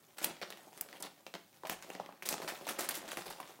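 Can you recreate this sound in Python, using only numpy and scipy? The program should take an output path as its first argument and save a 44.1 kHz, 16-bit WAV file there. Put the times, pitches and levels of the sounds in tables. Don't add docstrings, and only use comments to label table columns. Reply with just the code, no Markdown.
import sys
import numpy as np
from scipy import signal
from scipy.fft import rfft, irfft, next_fast_len
from scipy.io import wavfile
from scipy.ndimage import uniform_filter1d, map_coordinates

SR = 44100
rng = np.random.default_rng(int(sys.argv[2]) if len(sys.argv) > 2 else 0)


def generate_wav(signal):
    frames = np.transpose(np.atleast_2d(signal))
    scaled = np.clip(frames, -1, 1) * 32767
    pcm = np.round(scaled).astype(np.int16)
    wavfile.write(sys.argv[1], SR, pcm)


def volts_from_decibels(level):
    exponent = np.asarray(level, float) / 20
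    return 10 ** exponent


N = 158760

# frequency_hz, relative_level_db
TONE_SPECTRUM = [(15, -55), (25, -22), (60, -40), (90, -8), (150, -1.5), (324, -8), (640, -24),
                 (1100, -22.5), (3860, -18.5), (10000, -20.5), (17000, -13)]
# time_s, bass_and_middle_level_db, treble_level_db
RUSTLE_LEVELS = [(0.0, -67.5, -73), (0.23, -66, -73), (0.37, -58, -72.5), (0.55, -64, -71),
                 (0.74, -62, -67), (0.95, -56.5, -69), (1.1, -63, -72), (1.46, -71.5, -76),
                 (1.67, -63.5, -71), (1.81, -59.5, -69.5), (1.87, -53.5, -64.5), (2.01, -61, -75),
                 (2.28, -67.5, -79), (2.4, -53, -61.5), (2.55, -55, -62), (2.74, -51, -61),
                 (2.82, -48, -74.5), (3.05, -51, -63.5), (3.26, -63, -63), (3.38, -57, -67),
                 (3.48, -58.5, -67), (3.6, -65.5, -72)]
# frequency_hz, relative_density_db (per Hz)
PAPER_SPECTRUM = [(25, -48), (90, -40), (130, -16), (170, -7.5), (360, -2.5), (470, -6.5), (720, 0),
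                  (1050, -2.5), (1700, -7), (5700, -6), (11000, -10.5), (17000, -13)]
# centre_hz, width_hz, relative_gain_db
BAG_RESONANCES = [(174, 24, 2.5), (378, 67, 1), (550, 33, 9), (778, 42, -6), (1510, 900, -1)]
# frequency_hz, t60_s
ROOM_DECAY = [(150, 0.6), (400, 0.35), (2500, 0.38), (8000, 0.33), (15000, 0.13)]
# frequency_hz, level_db
ROOM_COLOUR = [(150, -9.5), (1000, -9.5), (5000, -8.5), (15000, -7)]
# start_s, length_s, bass_level_db, middle_level_db, treble_level_db
CRUSHES = [(0.167, 0.055, -67, -61, -59), (0.217, 0.064, -46.5, -46, -43), (1.029, 0.053, -53, -50, -57.5),
           (1.689, 0.076, -51, -52.5, -51.5), (2.25, 0.061, -51, -49, -49.5),
           (2.299, 0.059, -44.5, -49, -43.5), (2.472, 0.066, -50, -47.5, -53), (2.68, 0.052, -49, -44, -45),
           (2.783, 0.1, -48, -46.5, -46), (2.94, 0.059, -63, -51, -43), (3.075, 0.08, -60, -49.5, -56.5),
           (3.171, 0.065, -49, -54.5, -56), (3.255, 0.033, -49.5, -54, -54),
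           (3.298, 0.055, -52.5, -53.5, -58.5), (3.489, 0.056, -60.5, -64, -65.5)]
# start_s, crack_peak_db, flurry_bass_level_db, flurry_middle_level_db, flurry_treble_level_db
SNAPS = [(0.182, -27, -39.5, -33, -35), (0.213, -31, -38, -40, -46), (0.228, -31, -29.5, -31, -25),
         (0.242, -9.5, -34, -35, -33), (0.268, -28, -32, -40, -52), (0.294, -33, -35.5, -36, -44),
         (0.367, -38, -60, -54, -60), (0.414, -25.5, -33, -28, -37.5), (0.428, -22, -44, -36.5, -77),
         (0.502, -24.5, -41.5, -39, -41), (0.523, -26.5, -45.5, -41, -53), (0.571, -35, -49.5, -50, -52),
         (0.65, -44, -56, -82, -79), (0.669, -38, -47, -77, -86), (0.728, -38.5, -56, -62, -61.5),
         (0.774, -30, -47.5, -45.5, -43), (0.808, -24.5, -45, -45, -41.5), (0.847, -37, -47, -73, -72),
         (0.886, -36.5, -49, -51, -57), (0.926, -46, -59, -58, -61), (0.999, -38, -38.5, -48, -39),
         (1.023, -24, -47, -39.5, -39.5), (1.049, -52, -40, -46, -42), (1.264, -28, -42, -42.5, -48.5),
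         (1.338, -21, -40.5, -35.5, -44), (1.35, -26, -37.5, -41, -57), (1.527, -44, -72, -64, -76),
         (1.633, -25.5, -37, -58, -71), (1.649, -42, -35, -39, -51), (1.669, -25, -43, -38, -39),
         (1.695, -13.5, -37.5, -33.5, -39.5), (1.708, -34, -41, -49, -33), (1.727, -24.5, -51.5, -54, -51),
         (1.823, -25.5, -70, -38.5, -44), (1.847, -55, -57, -64, -69), (1.9, -26, -45, -52, -57),
         (1.928, -47, -59, -47, -44.5), (1.948, -31, -36, -42.5, -71), (1.998, -22.5, -47, -65.5, -73),
         (2.059, -31, -52, -52, -70), (2.089, -31, -44, -58, -79), (2.123, -36.5, -52, -70, -76),
         (2.222, -23.5, -44.5, -38, -40), (2.254, -29, -38, -41, -27), (2.287, -8.5, -49, -30, -27),
         (2.309, -36, -43, -34, -38), (2.325, -18, -38, -38.5, -41.5), (2.339, -19, -35.5, -39.5, -50),
         (2.379, -24.5, -40.5, -44, -54), (2.399, -33, -48, -61, -68), (2.417, -26, -28, -33, -41.5),
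         (2.476, -21.5, -28.5, -28.5, -36), (2.488, -27, -58, -45, -32.5), (2.519, -27.5, -39, -62, -64),
         (2.542, -54, -72, -37.5, -42), (2.61, -32, -44, -52, -63), (2.666, -44, -32, -30, -36),
         (2.687, -21, -42, -24, -29), (2.705, -23, -41, -42, -37), (2.787, -18.5, -33, -25, -24.5),
         (2.805, -16, -37, -36.5, -26), (2.887, -14.5, -36, -31, -32.5), (2.904, -30, -52, -31, -28),
         (2.943, -27, -55, -33, -43), (2.99, -62.5, -57, -58, -52), (3.052, -54, -64, -41, -61),
         (3.077, -29, -35.5, -44, -45), (3.114, -39, -39, -27, -31), (3.129, -28, -39, -61, -45),
         (3.17, -19.5, -33, -34.5, -36), (3.207, -27, -66, -35, -44), (3.26, -31, -42, -42.5, -50),
         (3.279, -28, -42.5, -38.5, -46), (3.3, -26, -33.5, -37.5, -34.5), (3.325, -28, -57, -46, -60),
         (3.401, -24.5, -43, -42.5, -40), (3.427, -34, -50, -51, -71), (3.588, -42, -46, -68, -71)]
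# start_s, peak_db, centre_hz
PINGS = [(0.185, -33, 1720), (0.2438, -25, 3460), (0.366, -42, 2580), (0.5238, -37, 2110),
         (0.887, -40.5, 1280), (0.9268, -33, 1980), (1.2667, -38, 2600), (1.351, -34, 2220),
         (1.6687, -34, 1520), (1.8231, -39, 1560), (1.9026, -35, 2760), (1.95, -33, 1960),
         (2.0603, -40.5, 2200), (2.6892, -25, 1450), (3.1168, -27.5, 1190), (3.1288, -32, 1210),
         (3.2076, -36, 1510), (3.2787, -39, 3030)]
# start_s, onset_level_db
DEEP_BURSTS = [(0.239, -57), (0.419, -69), (0.809, -72), (1.019, -72), (1.699, -68), (2.289, -63),
               (2.329, -67), (2.479, -67), (2.689, -71), (2.789, -73), (2.889, -67), (2.949, -71),
               (3.069, -72), (3.169, -69), (3.291, -62)]
# start_s, peak_db, centre_hz
POPS = [(0.243, -10, 11200), (0.8086, -19, 13300), (1.0231, -24.5, 6560), (1.6955, -24, 12800),
        (2.256, -35, 8600), (2.2883, -18, 13200), (2.8894, -10.5, 11740), (3.1707, -33.5, 7210)]
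# start_s, peak_db, pitch_hz
KNOCKS = [(0.415, -34, 563), (1.338, -55, 554), (1.634, -43, 550), (1.649, -32.5, 743), (1.9, -43, 605),
          (1.951, -38.5, 484), (1.998, -28, 716), (2.089, -40, 910), (2.325, -40, 530), (2.668, -30, 770),
          (2.788, -33.5, 396), (3.17, -38, 510), (3.4, -31.5, 955)]

TONE_DB = -68
BAG_SHARE = 0.79
BASS_TOP_HZ, TREBLE_BOTTOM_HZ = 1200, 5000
PATCHY_DB = 2

TICK_T60_S = (0.012, 0.005, 0.003)
TICKS_PER_S, RUSTLE_TICKS_PER_S = 2500, 900
BIGGEST_TICK = 2.24
TICK_COLOUR_DB = 3.5

RUSTLE_TRIM_DB = (-4.5, -6.5, 1)
RUSTLE_SPREAD_DB = -1
RUSTLE_SMOOTH, RUSTLE_WAVER_DB = 0.73, 2

CRUSH_SPREAD_DB, CRUSH_PEAK_AT = 2, 0.31

FLURRY_T60_S, FLURRY_TRIM_DB = (0.093, 0.078, 0.053), (-6.5, -6, -2.5)
FLURRY_SPREAD_DB, FLURRY_SWELL_S = 2.5, 0.0071
CRACK_T60_S, CRACK_TRIM_DB = (0.01, 0.004, 0.0025), -7
CRACK_KICK = 4
CRACK_DELAY_S = 0.002

PING_T60_S, PING_WIDTH_HZ, PING_DELAY_S, PING_TRIM_DB = 0.0073, 490, 0.0015, -2.5
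DEEP_T60_S, DEEP_TOP_HZ, DEEP_TRIM_DB = 0.12, 90.5, 0.5
POP_T60_S, POP_WIDTH_HZ, POP_DELAY_S, POP_TRIM_DB = 0.018, 5600, 0.002, -0.5
POP_ROOM_DB = -6.5

KNOCK_CYCLES = 19
KNOCK_ATTACK_S, KNOCK_DELAY_S, KNOCK_TRIM_DB = 0.0008, 0.00047, -1
KNOCK_SPREAD, KNOCK_LOW_HZ = 0.13, 223


def unit(x):
    return x / np.sqrt(np.mean(x ** 2, -1, keepdims=True) + 1e-20)


def along(points, hz):
    f, value = np.transpose(points)
    return np.interp(np.log(hz + 1), np.log(f + 1), value)


def filtered(x, response):
    m = next_fast_len(x.shape[-1] + 8192)
    spectrum = rfft(x, m) * response(np.fft.rfftfreq(m, 1 / SR))
    return irfft(spectrum, m)[..., :x.shape[-1]]


def causal(gain):
    cepstrum = irfft(np.log(gain + 1e-6))
    half = cepstrum.shape[-1] // 2
    fold = np.r_[1, np.full(half - 1, 2), 1, np.zeros(cepstrum.shape[-1] - half - 1)]
    return np.exp(rfft(cepstrum * fold))


def decay(t, t60_s):
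    return volts_from_decibels(-60 * t / np.array(t60_s)[:, None])


def paper_bands(hz):
    hollow = sum(volts_from_decibels(db) * width / np.hypot(2 * (hz - centre), width)
                 for centre, width, db in BAG_RESONANCES)
    gain = volts_from_decibels(along(PAPER_SPECTRUM, hz)) * (1 + BAG_SHARE * hollow)
    low = 1 / (1 + (hz / BASS_TOP_HZ) ** 4)
    high = 1 - 1 / (1 + (hz / TREBLE_BOTTOM_HZ) ** 4)
    middle = (1 - low) * (1 - high)
    return causal(unit(gain * np.array([low, middle, high])))


def ticks(length, rate, spread_db):
    size_db = spread_db * np.minimum(rng.exponential(1, length), BIGGEST_TICK)
    size_db = size_db + TICK_COLOUR_DB * rng.standard_normal((3, length))
    size = (rng.random(length) < rate / SR) * volts_from_decibels(size_db)
    shape = decay(np.arange(SR // 40) / SR, TICK_T60_S)
    envelope = signal.fftconvolve(size, shape, axes=1)[:, :length]
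    return unit(envelope * rng.standard_normal((3, length)))


def room_tone():
    noise = rng.standard_normal(N)
    return volts_from_decibels(TONE_DB) * unit(filtered(noise, lambda hz: volts_from_decibels(along(TONE_SPECTRUM, hz))))


def rustle():
    s, level_db, treble_db = np.transpose(RUSTLE_LEVELS)
    t = np.arange(N) / SR
    level_db, treble_db = np.interp(t, s, level_db), np.interp(t, s, treble_db)
    waver = map_coordinates(rng.standard_normal(100), [np.arange(N) * 25 / SR])
    grain = ticks(N, RUSTLE_TICKS_PER_S, RUSTLE_SPREAD_DB)
    grain = grain + RUSTLE_SMOOTH * rng.standard_normal((3, N))
    band_db = np.array(RUSTLE_TRIM_DB)[:, None] + [level_db, level_db, treble_db]
    return unit(grain) * volts_from_decibels(band_db + RUSTLE_WAVER_DB * waver)


def patchy(x, depth_db):
    z = signal.stft(x, nperseg=256)[2]
    field = uniform_filter1d(rng.standard_normal(z.shape), size=8, axis=0)
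    field = uniform_filter1d(field, size=4, axis=1)
    return signal.istft(z * volts_from_decibels(depth_db * field / field.std()), nperseg=256)[1][:N]


def room(x):
    out, step = np.zeros(N + 2 * SR), SR // 10
    for start in range(0, N, step):
        hz, t, z = signal.stft(rng.standard_normal(SR // 3), SR, nperseg=256)
        fading = volts_from_decibels(-60 * t / along(ROOM_DECAY, hz)[:, None])
        tail = signal.istft(z * fading, SR, nperseg=256)[1]
        wet = signal.fftconvolve(x[start:start + step], tail / np.linalg.norm(tail))
        out[start + 150:][:len(wet)] += wet
    return filtered(out[:N], lambda hz: volts_from_decibels(along(ROOM_COLOUR, hz)))


def crushes():
    level = np.zeros((3, N))
    grain = ticks(N, TICKS_PER_S, CRUSH_SPREAD_DB)
    bend = np.log(0.5) / np.log(CRUSH_PEAK_AT)
    for s, length_s, *band_db in CRUSHES:
        progress = np.clip((np.arange(N) / SR - s) / length_s, 0, 1)
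        level += volts_from_decibels(np.array(band_db))[:, None] * np.sin(np.pi * progress ** bend)
    return level * grain


def snaps():
    flurries, cracks = np.zeros((3, N + SR)), np.zeros(N + SR)
    t = np.arange(SR // 5) / SR
    impulse = np.tile(t == 0, (3, 1)) * 1.0
    ring = filtered(impulse, paper_bands)[:, :1024]
    for s, peak_db, *band_db in SNAPS:
        weight = volts_from_decibels(np.array(band_db))[:, None]
        jolt = rng.standard_normal((3, len(t))) + CRACK_KICK * (t == 0)
        rattle = (decay(t, CRACK_T60_S) * jolt)[:, :1024]
        crack = signal.fftconvolve(weight * unit(rattle), ring, axes=1).sum(0)
        crack = volts_from_decibels(peak_db + CRACK_TRIM_DB) * crack / np.abs(crack).max()
        cracks[round((s + CRACK_DELAY_S) * SR):][:len(crack)] += crack

        level = weight * volts_from_decibels(np.array(FLURRY_TRIM_DB))[:, None]
        level = level * decay(t, FLURRY_T60_S) * (1 - np.exp(-t / FLURRY_SWELL_S))
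        flurry = level * ticks(len(t), TICKS_PER_S, FLURRY_SPREAD_DB)
        flurries[:, round(s * SR):][:, :len(t)] += flurry
    return cracks[:N] + filtered(flurries[:, :N], paper_bands).sum(0)


def bursts(rows, t60_s, width_hz, delay_s, trim_db):
    out, t = np.zeros(N + SR), np.arange(1024) / SR
    for s, peak_db, hz in rows:
        rattle = volts_from_decibels(-60 * t / t60_s) * rng.standard_normal(len(t)) * rng.exponential(1, len(t))
        burst = filtered(rattle, lambda f: 1j * f * width_hz / (hz * hz - f * f + 1j * f * width_hz))
        burst = volts_from_decibels(peak_db + trim_db) * burst / np.abs(burst).max()
        out[round((s + delay_s) * SR):][:len(t)] += burst
    return out[:N]


def pings():
    return bursts(PINGS, PING_T60_S, PING_WIDTH_HZ, PING_DELAY_S, PING_TRIM_DB)


def deep_bursts():
    t = np.arange(N) / SR
    level = sum(volts_from_decibels(db + DEEP_TRIM_DB - 60 * np.abs(t - s) / DEEP_T60_S) * (t > s) for s, db in DEEP_BURSTS)
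    deep = lambda hz: 1 / (1 + (hz / DEEP_TOP_HZ) ** 6) * (hz > 20)
    noise = unit(filtered(rng.standard_normal(N), deep))
    return filtered(level * noise, deep)


def pops():
    return bursts(POPS, POP_T60_S, POP_WIDTH_HZ, POP_DELAY_S, POP_TRIM_DB)


def knocks():
    out, t = np.zeros(N + SR), np.arange(SR // 10) / SR
    spacing = 1 + KNOCK_SPREAD * np.array([[-1], [0], [1]])
    for s, peak_db, hz in KNOCKS:
        modes_hz = hz * spacing * volts_from_decibels(rng.normal(0, 0.3, (3, 1)))
        ring = np.sin(2 * np.pi * modes_hz * t).sum(0)
        ring = ring * volts_from_decibels(-60 * t * hz / KNOCK_CYCLES) * (1 - np.exp(-t / KNOCK_ATTACK_S))
        ring = volts_from_decibels(peak_db + KNOCK_TRIM_DB) * ring / np.abs(ring).max()
        out[round((s + KNOCK_DELAY_S) * SR):][:len(t)] += ring
    return filtered(out[:N], lambda f: causal(1 / (1 + (KNOCK_LOW_HZ / (f + 1)) ** 4)))


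def scene():
    buckling = snaps()
    friction = filtered(rustle() + crushes(), paper_bands).sum(0)
    paper = patchy(buckling + friction, PATCHY_DB)
    bag = paper + knocks() + pings()
    close = pops()
    wet = room(bag + volts_from_decibels(POP_ROOM_DB) * close)
    return (bag + close + wet + deep_bursts() + room_tone())[None]


def roll_off(x):
    return signal.sosfilt(signal.butter(12, 16980, fs=SR, output="sos"), x)


def record(dry):
    mix = filtered(dry, lambda hz: np.where(hz < 15850, 1, volts_from_decibels(-44)))
    return roll_off(mix)


dry = scene()
out = record(dry)
generate_wav(out)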